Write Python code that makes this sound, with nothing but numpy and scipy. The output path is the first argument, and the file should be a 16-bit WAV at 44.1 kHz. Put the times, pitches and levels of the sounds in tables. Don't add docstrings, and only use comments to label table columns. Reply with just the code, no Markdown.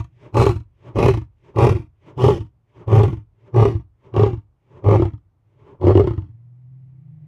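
import sys
import numpy as np
from scipy import signal
from scipy.fft import rfft, irfft, next_fast_len
from scipy.io import wavfile
from scipy.ndimage import uniform_filter1d, map_coordinates

SR = 44100
rng = np.random.default_rng(int(sys.argv[2]) if len(sys.argv) > 2 else 0)


def transcribe(signal):
    frames = np.atleast_2d(signal).T
    limited = np.clip(frames, -1, 1)
    pcm = np.round(limited * 32767).astype(np.int16)
    wavfile.write(sys.argv[1], SR, pcm)


N = 320607
TIME = np.arange(N) / SR


def amp(db):
    return 10 ** (np.asarray(db) / 20)


def unit(x):
    return x / np.sqrt(np.mean(x ** 2) + 1e-20)


def running_rms(x, size=1300):
    power = uniform_filter1d(uniform_filter1d(x ** 2, size), size)
    return np.sqrt(np.abs(power) + 1e-12)


def along(points, hz):
    f, v = np.transpose(points)
    return np.interp(np.log(hz + 1), np.log(f + 1), v)


def curves(rows):
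    times, *columns = np.transpose(rows)
    return [np.interp(TIME, times, column) for column in columns]


def noise():
    return rng.standard_normal(N)


def wobble(rate):
    return map_coordinates(rng.standard_normal(int(N * rate / SR) + 4), [TIME * rate])


def coloured(x, spectrum):
    size = 2 * next_fast_len(N // 2 + 8192)
    gain = amp(along(spectrum, np.fft.rfftfreq(size, 1 / SR)))
    cepstrum = irfft(np.log(gain))
    cepstrum[1:size // 2] *= 2
    cepstrum[size // 2 + 1:] = 0
    return irfft(rfft(x, size) * np.exp(rfft(cepstrum)))[:N]


def band(x, lo_hz, hi_hz, order):
    return signal.sosfilt(signal.butter(order, [lo_hz, hi_hz], "band", fs=SR, output="sos"), x)


def ring(x, hz, width_hz):
    keep = np.exp(-np.pi * width_hz / SR)
    if np.ndim(hz) == 0:
        return signal.lfilter([1], [1, -keep * np.exp(2j * np.pi * hz / SR)], x).imag
    turn = np.exp(2j * np.pi * np.cumsum(hz) / SR)
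    return (turn * signal.lfilter([1], [1, -keep], x * turn.conj())).imag


# time in seconds, level in dB.
MURMUR_LEVELS = [(0, -50.5), (.75, -61), (1.35, -67.5), (2.7, -65), (4.5, -68), (5.4, -62.5), (6.1, -46.5),
                 (6.5, -57.5), (7.27, -48.5)]
# frequency in Hz, relative level in dB.
MURMUR_SPECTRUM = [(12, -78), (20, -45), (43, -24), (87, -20.5), (108, -6), (128, -11), (174, -24),
                   (205, -41), (328, -29.5), (387, -49), (774, -46.5), (1080, -70), (2040, -53),
                   (4950, -79.5), (15000, -82.5)]
HISS_SPECTRUM = [(30, 9), (300, 6), (1100, -0.5), (1700, -11.5), (4000, -21.5), (15000, -29)]


def plain():
    level_db = curves(MURMUR_LEVELS)[0] + 1.4 * wobble(5.2)
    murmur = amp(level_db) * unit(coloured(noise(), MURMUR_SPECTRUM))
    return murmur + amp(-75) * unit(coloured(noise(), HISS_SPECTRUM))


# fullest moment in seconds, rise time in seconds,
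# relative levels of throat and hiss in dB.
GASPS = [(0.267, 0.096, -43.5, -59), (.895, 0.11, -42.5, -61.5), (1.5, 0.097, -48, -64),
         (2.112, 0.11, -44.5, -62), (2.815, 0.12, -45.5, -65.5), (3.485, .125, -51, -69.5),
         (4.085, .09, -48, -68.5), (4.782, 0.14, -45.5, -66), (5.725, 0.22, -47, -68.5)]
# frequency in Hz, relative level in dB.
GASP_THROAT_SPECTRUM = [(88, -28.5), (150, 3.5), (205, -10.5), (301, -5), (399, 2.5), (481, -17), (574, -7),
                        (767, -25), (878, -9), (1010, -13.5), (1120, -15), (1300, -19), (1800, -30.5),
                        (2340, -52.5), (3960, -120)]
GASP_HISS_SPECTRUM = [(1000, -27), (1600, -2), (2200, 0.5), (3300, -6), (4200, -17.5), (6200, -18.5),
                      (9000, -30.5), (14000, -44)]


def gasps():
    fullest, rise, throat_db, hiss_db = np.transpose(GASPS)
    throat = gasp_swells(fullest, rise, throat_db, rise_db=28, fall_db_per_s=270.5)
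    hiss = gasp_swells(fullest - .005, rise, hiss_db, rise_db=18, fall_db_per_s=380)
    air = noise()
    vowel = ring(air, hz=395, width_hz=65) - amp(-6) * ring(air, hz=594, width_hz=52)
    vowel += amp(-.5) * ring(air, hz=919.7, width_hz=200) - amp(-4) * ring(air, hz=1160, width_hz=180)
    vowel = unit(band(vowel, lo_hz=250, hi_hz=1300, order=3))
    rush = throat * (amp(-3.5) * vowel + amp(-.5) * unit(coloured(noise(), GASP_THROAT_SPECTRUM)))
    rush += amp(1.5) * hiss * unit(coloured(noise(), GASP_HISS_SPECTRUM))
    flutter = amp(1.5 * wobble(40))
    chest = amp(1) * throat * unit(ring(noise(), hz=120, width_hz=15))
    return flutter * rush + chest


def gasp_swells(fullest, rise, levels_db, rise_db, fall_db_per_s):
    gain = np.zeros(N)
    for peak_s, rise_s, peak_db in zip(fullest, rise, levels_db):
        since = TIME - peak_s
        swell_db = rise_db * np.clip(-since / rise_s, 0, 2) ** 1.4
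        gain += amp(peak_db - swell_db - fall_db_per_s * np.clip(since, 0, 1))
    return gain


# start, length and time the folds stay taut in seconds; pitch
# at first and on going slack in Hz; relative levels of chest, throat, mouth, rasp, upper throat
# resonances and top of the rasp in dB; base mouth resonance in Hz.
GRUNTS = [(0.343, 0.28, 0.075, 106.2, 116.1, -10.5, -11.5, -17, -32.5, 4, 1, 849),
          (0.956, 0.29, .1, 111, 117.9, -9.5, -12.5, -22, -34, 4, -2.5, 834),
          (1.560, .305, .085, 104, 120.9, -9.5, -11, -17.5, -35, 2.5, -0.5, 829),
          (2.176, 0.3, 0.098, 124, 122, -9.5, -13.5, -23, -38, -0.5, -2, 833),
          (2.878, .35, .115, 111.4, 109, -7, -16.5, -23, -41, 2, -1, 810),
          (3.542, 0.29, 0.082, 120, 110.4, -7, -12.5, -19, -41, -3, -7, 810.2),
          (4.139, .28, .075, 113, 106, -9, -17, -23, -42.5, -1, -8, 804),
          (4.841, .32, .1, 102.1, 106.9, -7, -13.5, -21.5, -41.5, 9, -8, 900),
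          (5.813, 0.5, .09, 93, 97.8, -7.5, -14, -25, -45, 5, -8, 869.8)]
COLUMNS = "start length taut first_hz last_hz chest throat mouth rasp upper_throat rasp_top mouth_hz"
# frequency in Hz, relative level in dB.
CHEST_SPECTRUM = [(20, -24.5), (32, -19.5), (43, -1.5), (65, -5), (85, 3.5), (130, 6), (170, -4.5),
                  (215, -7), (260, -11), (400, -30.5), (900, -71)]


def grunts(jaw, slack):
    chest, throat, mouth, rasp = effort()
    phase, blows = fold_buzz(slack)
    flow = airflow(slack)
    uneven = 1 + .091 * np.sin(phase / 2 + 1.2 * wobble(14))
    tone = uneven * np.sin(phase) * amp(.5 - slack + (2.17 + 1.4 * slack) * wobble(60))
    rumble = coloured(noise(), CHEST_SPECTRUM)
    shudder_db = -8.5 + 2.5 * slack + .65 * raspiness_db()
    shudder = amp(shudder_db) * rumble / running_rms(rumble)
    drone = chest * amp(-8 * slack) * (tone + shudder)
    pulses = (blows + .5 * puffs(blows, life_s=.014)) * flow
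    throat_gain = throat * amp(.5 - 4.5 * slack) * flow ** .6
    mouth_gain = mouth * amp(1 - 11 * slack) * flow ** 1.3
    body = driven(lambda x: throat_ring(x, jaw, spread=1.5 - slack), pulses, throat_gain)
    bark = driven(lambda x: mouth_ring(x, jaw), pulses, mouth_gain)
    grit = mouth_rasp(.5 * blows + puffs(blows, life_s=.009))
    air = rasp * grit / running_rms(grit) * amp(4 - 3.2 * slack) * flow ** .5
    return drone + body + bark + air


def which_grunt():
    return np.searchsorted([row[0] - .1 for row in GRUNTS[1:]], TIME)


def of_grunt(name):
    return np.transpose(GRUNTS)[COLUMNS.split().index(name)][which_grunt()]


def grunt_clock():
    return TIME - of_grunt("start"), of_grunt("length"), of_grunt("taut")


def raspiness_db():
    return of_grunt("rasp") - np.transpose(GRUNTS)[COLUMNS.split().index("rasp")].mean()


def slackness(delay_s=.02, slacken_s=.035):
    age, _, taut = grunt_clock()
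    resting = np.clip(-age / .02 - 1, 0, 1)
    return np.maximum(resting, np.clip((age - taut - delay_s) / slacken_s + .5, 0, 1))


# starting level against its peak in dB,
# attack in seconds, change by the end in dB, exponent that bends the fall.
CHEST_ENVELOPE = (-16.5, 0.1046, -30.5, 2.04)
THROAT_ENVELOPE = (-14.5, 0.28, -48.5, 1.78)
MOUTH_ENVELOPE = (-11.5, 0.28, -45, 1.55)
RASP_ENVELOPE = (-21, 0.1131, -39, 1.82)


def effort(onset_db_per_s=1399.5, stop_db_per_s=519):
    age, length, taut = grunt_clock()
    spent = np.clip((age - taut) / (length - taut), 0, 1)
    edges_db = onset_db_per_s * np.minimum(age, 0) - stop_db_per_s * np.maximum(age - length, 0)
    parts = dict(chest=CHEST_ENVELOPE, throat=THROAT_ENVELOPE, mouth=MOUTH_ENVELOPE, rasp=RASP_ENVELOPE)
    gains = []
    for part, (start_db, attack_s, fall_db, bend) in parts.items():
        swell_db = start_db * (1 - np.clip(age / attack_s, 0, 1)) ** 3.2
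        gains.append(amp(of_grunt(part) + edges_db + swell_db + fall_db * spent ** bend))
    return gains


def fold_buzz(slack, sag_hz_per_s=25, jitter=.03, slack_jitter=.1, scatter_db=3):
    age, length, taut = grunt_clock()
    first_hz, last_hz = of_grunt("first_hz"), of_grunt("last_hz")
    hz = first_hz + (last_hz - first_hz) * np.clip(age / taut, 0, 1)
    hz -= sag_hz_per_s * np.clip(age - taut, 0, length)
    hz *= 1 + (jitter + slack_jitter * slack) * wobble(110)
    cycles = np.cumsum(hz) / SR
    closes = np.diff(np.floor(cycles), prepend=0) > 0
    return 2 * np.pi * cycles, closes * amp(scatter_db * noise())


def airflow(slack, leak=.58):
    flow = np.ones(N)
    for at_s, _, _ in slaps():
        stuck_s = .01 + .013 * slack[round(at_s * SR)]
        flow[max(0, round((at_s - stuck_s) * SR)):round((at_s + .002) * SR)] = leak
    return uniform_filter1d(flow, size=130)


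def puffs(blows, life_s):
    keep = np.exp(-2 / (life_s * SR))
    return noise() * np.sqrt(signal.lfilter([1 - keep], [1, -keep], blows ** 2))


def driven(resonator, pulses, gain):
    return resonator(pulses * gain / running_rms(resonator(pulses), size=1100))


# share of the grunt's length, throat resonance
# in Hz, ratio to the base mouth resonance, lip resonance in Hz.
JAW_PATH = [(-.3, 325, 1.12, 1180), (0, 376, 1.05, 1080), (0.221, 410, 0.95, 1137), (.4, 415.6, 1.04, 1125),
            (.6, 364, .96, 1093), (.8, 324, 1.1, 1082), (1, 305, 1.14, 1210)]
# time in seconds, then throat, mouth and lip resonances in Hz.
GROAN_VOWELS = [
    [(4.83, 380, 793, 1130), (4.885, 428, 850, 1118), (4.93, 395, 899.8, 1170), (4.965, 366, 772, 1083),
     (5.0, 349, 849, 1210), (5.025, 355.5, 934, 1226), (5.06, 346, 796, 1235), (5.115, 309, 960, 1268),
     (5.17, 290.1, 900, 1223)],
    [(5.805, 363, 780.3, 1013), (5.875, 357, 948.4, 1080), (5.912, 401.4, 747, 1118),
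     (5.96, 350.7, 780, 949), (6.002, 417, 700, 1130), (6.035, 388, 834, 1240), (6.07, 356, 928, 1372),
     (6.11, 341, 864, 1250), (6.29, 302, 900, 1112)],
]


def jaw_resonances():
    age, length, _ = grunt_clock()
    share, *columns = np.transpose(JAW_PATH)
    throat_hz, mouth_ratio, lips_hz = [np.interp(age / length, share, column) for column in columns]
    jaw = np.array([throat_hz, of_grunt("mouth_hz") * mouth_ratio, lips_hz])
    for number, rows in enumerate(GROAN_VOWELS, len(GRUNTS) - len(GROAN_VOWELS)):
        jaw = np.where(which_grunt() == number, curves(rows), jaw)
    return jaw


def throat_ring(x, jaw, spread):
    hz = jaw[0]
    main = amp(1) * ring(x, hz, width_hz=23.4)
    opening = np.clip((hz - 315) / 60, .1, 1) * amp(of_grunt("upper_throat"))
    upper = amp(-7.5) * ring(x, hz=464, width_hz=81) + amp(-14.5) * ring(x, hz=551.4, width_hz=42)
    return band(main + spread * opening * upper, lo_hz=251, hi_hz=680, order=3)


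def mouth_ring(x, jaw):
    _, mouth_hz, lips_hz = jaw
    mouth = ring(x, mouth_hz, width_hz=25) - amp(.5) * ring(x, mouth_hz * 1.17, width_hz=49)
    lips = amp(1.5) * ring(x, lips_hz, width_hz=45) - amp(-.5) * ring(x, lips_hz * 1.085, width_hz=61)
    low = amp(-3.5) * ring(x, hz=681.3, width_hz=32)
    return band(mouth + lips - low, lo_hz=575, hi_hz=1279, order=4)


# frequency in Hz, relative level in dB.
RASP_SPECTRUM = [(900, -48), (1350, 6), (1600, -5), (1900, 1), (2600, -2.5), (3300, -5.5), (4100, -13.5),
                 (4700, -14), (5030, -17.5), (5400, -12.5), (8000, -21), (12800, -27.5), (13400, -41.5),
                 (15500, -45)]


def mouth_rasp(x, life_s=.0044, direct=.58):
    t = np.arange(SR // 40) / SR
    owner = which_grunt()
    rung = np.zeros(N + len(t))
    for number in range(len(GRUNTS)):
        cavity = rng.standard_normal(len(t)) * np.exp(-t / life_s)
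        cavity = cavity / np.linalg.norm(cavity) + direct * (t == 0)
        part = signal.fftconvolve(x[owner == number], cavity / np.linalg.norm(cavity))
        start = np.argmax(owner == number)
        rung[start:start + len(part)] += part
    rasp = coloured(rung[:N], RASP_SPECTRUM)
    low = signal.sosfiltfilt(signal.butter(2, 5500, fs=SR, output="sos"), rasp)
    return low + amp(of_grunt("rasp_top")) * (rasp - low)


# time in seconds, strength in dB, brightness in dB.
FOLD_SLAPS = [(0.0, -30, 3), (0.368, -7, 1.5), (0.436, -14, 0.5), (0.464, -1.5, -0.5), (0.491, -10.5, -0.5),
              (0.558, -26.5, -6.5), (0.986, -8, 3.5), (1.057, -16, 8.5), (1.083, -3.5, 4),
              (1.138, -19, 3.5), (1.172, -19, -3), (1.585, -7.5, 2.5), (1.668, -4.5, 1), (1.692, -10.5, 4),
              (1.751, -21, -6), (2.239, -4.5, 3.5), (2.283, -1.5, 2), (2.304, -8.5, 2.5), (2.405, -31, -2),
              (2.927, -7, 0), (2.988, -8, -3), (3.033, -7, 4.5), (3.079, -16, -2), (3.127, -21, -3),
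              (3.561, -7, 0.5), (3.652, -4.5, 4), (3.679, -19, 0.5), (3.751, -23, -6), (4.163, -8.5, 4),
              (4.194, -5.5, 2), (4.233, -2, 0.5), (4.261, -9, 1.5), (4.33, -21.5, -3), (4.886, -8.5, -2),
              (4.923, -10, -1), (4.996, -5.5, -8.5), (5.02, -4, -2.5), (5.052, -16, 1.5),
              (5.134, -35.5, -4), (5.84, -8, -11), (5.868, -2, 0), (5.88, -4, -0.5), (5.905, -4, -2),
              (5.952, 0, -5), (5.973, -0.5, 1.5), (5.995, 0.5, 1), (6.041, -12.5, -10), (6.072, -7.5, 1.5),
              (6.107, -18, 0.5), (6.177, -25.5, -2)]


def slaps(after_s=.043, after_loss_db=17.5, pause_s=.15):
    opening = [(row[0], -22, -2) for row in GRUNTS]
    gaps = np.diff([row[0] for row in FOLD_SLAPS], append=np.inf)
    after = [(at_s + after_s, db - after_loss_db, bright_db)
             for (at_s, db, bright_db), gap in zip(FOLD_SLAPS, gaps) if gap > pause_s]
    return opening + list(FOLD_SLAPS) + after


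def slap_blows(feeble_db=-28):
    at_s, db, bright_db = np.transpose(slaps())
    at = np.round(at_s * SR).astype(int)
    harsh_db = raspiness_db()[at]
    chest_db = -10 + .17 * db + .6 * np.minimum(db - feeble_db, 0)
    mouth_db = -16.5 + .78 * db + bright_db + .5 * harsh_db
    rasp_db = -29 + .66 * db + bright_db + .7 * harsh_db
    blows = np.zeros((4, N))
    blows[:, at] = amp([db, chest_db, mouth_db, rasp_db])
    return blows


def flaps(jaw, slack):
    throat, chest, mouth, rasp = slap_blows()
    chest = chest * amp(-15 * (1 - slack))
    thump = amp(1.5) * ring(chest, hz=109, width_hz=18) - amp(-6) * ring(chest, hz=58, width_hz=26)
    body = amp(-3.5) * throat_ring(throat, jaw, spread=1.2 - .86 * slack)
    bark = amp(-6.5) * mouth_ring(mouth + .92 * puffs(mouth, life_s=.0082), jaw)
    crack = .45 * rasp + puffs(rasp, life_s=.0033) + .7 * puffs(rasp, life_s=.018)
    spit = amp(30.5) * mouth_rasp(crack)
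    return band(thump, lo_hz=21.7, hi_hz=230, order=2) + body + bark + spit


# frequency in Hz, time to die away by 60 dB in seconds.
GROUND_DECAY = [(60, 0.85), (120, 0.19), (350, 0.22), (1000, 0.23), (4000, 0.1), (12000, 0.17)]


def ground(x):
    hz, t, spectra = signal.stft(rng.standard_normal(SR // 2), SR, nperseg=512)
    decay = amp(-60 * t / along(GROUND_DECAY, hz)[:, None])
    tail = signal.istft(spectra * decay, SR, nperseg=512)[1]
    return signal.fftconvolve(x, tail / np.linalg.norm(tail))[:N]


# time in seconds, pitch in Hz, relative level in dB.
LOW_HUM = [(6.3, 112.4, -40.5), (6.466, 119.9, -43), (6.762, 130, -39), (7.03, 128.9, -43),
           (7.1, 131.1, -45.5), (7.24, 134, -46.5)]
HIGH_HUM = [(6.33, 149.4, -55.5), (6.546, 167.3, -61.5), (6.838, 170, -56.5), (6.89, 162.2, -54),
            (7.138, 155.8, -41), (7.24, 151, -40)]


def hums(fade_in_s=.0585):
    both = np.zeros(N)
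    for rows in (LOW_HUM, HIGH_HUM):
        hz, db = curves(rows)
        swell = np.clip((TIME - rows[0][0]) / fade_in_s + 1, 0, 1)
        both += swell * amp(db) * np.sqrt(2) * np.sin(2 * np.pi * np.cumsum(hz) / SR)
    return amp(-2.5) * both


def scene():
    jaw, slack = jaw_resonances(), slackness()
    lion = grunts(jaw, slack) + flaps(jaw, slack) + gasps()
    return (lion + amp(-25) * ground(lion) + hums() + plain())[None]


def record(dry, low_cut_hz=36, top_hz=15500):
    size = next_fast_len(N + SR // 2)
    hz = np.fft.rfftfreq(size, 1 / SR)
    low_cut = 1 - 1 / (1 + (hz / low_cut_hz) ** 6)
    heard = irfft(rfft(dry, size) * low_cut, size)
    rounded = heard / (1 + np.abs(heard) ** 8) ** (1 / 8)
    return irfft(rfft(rounded) * (hz < top_hz), size)[..., :N]


dry = scene()
out = record(dry)
transcribe(out)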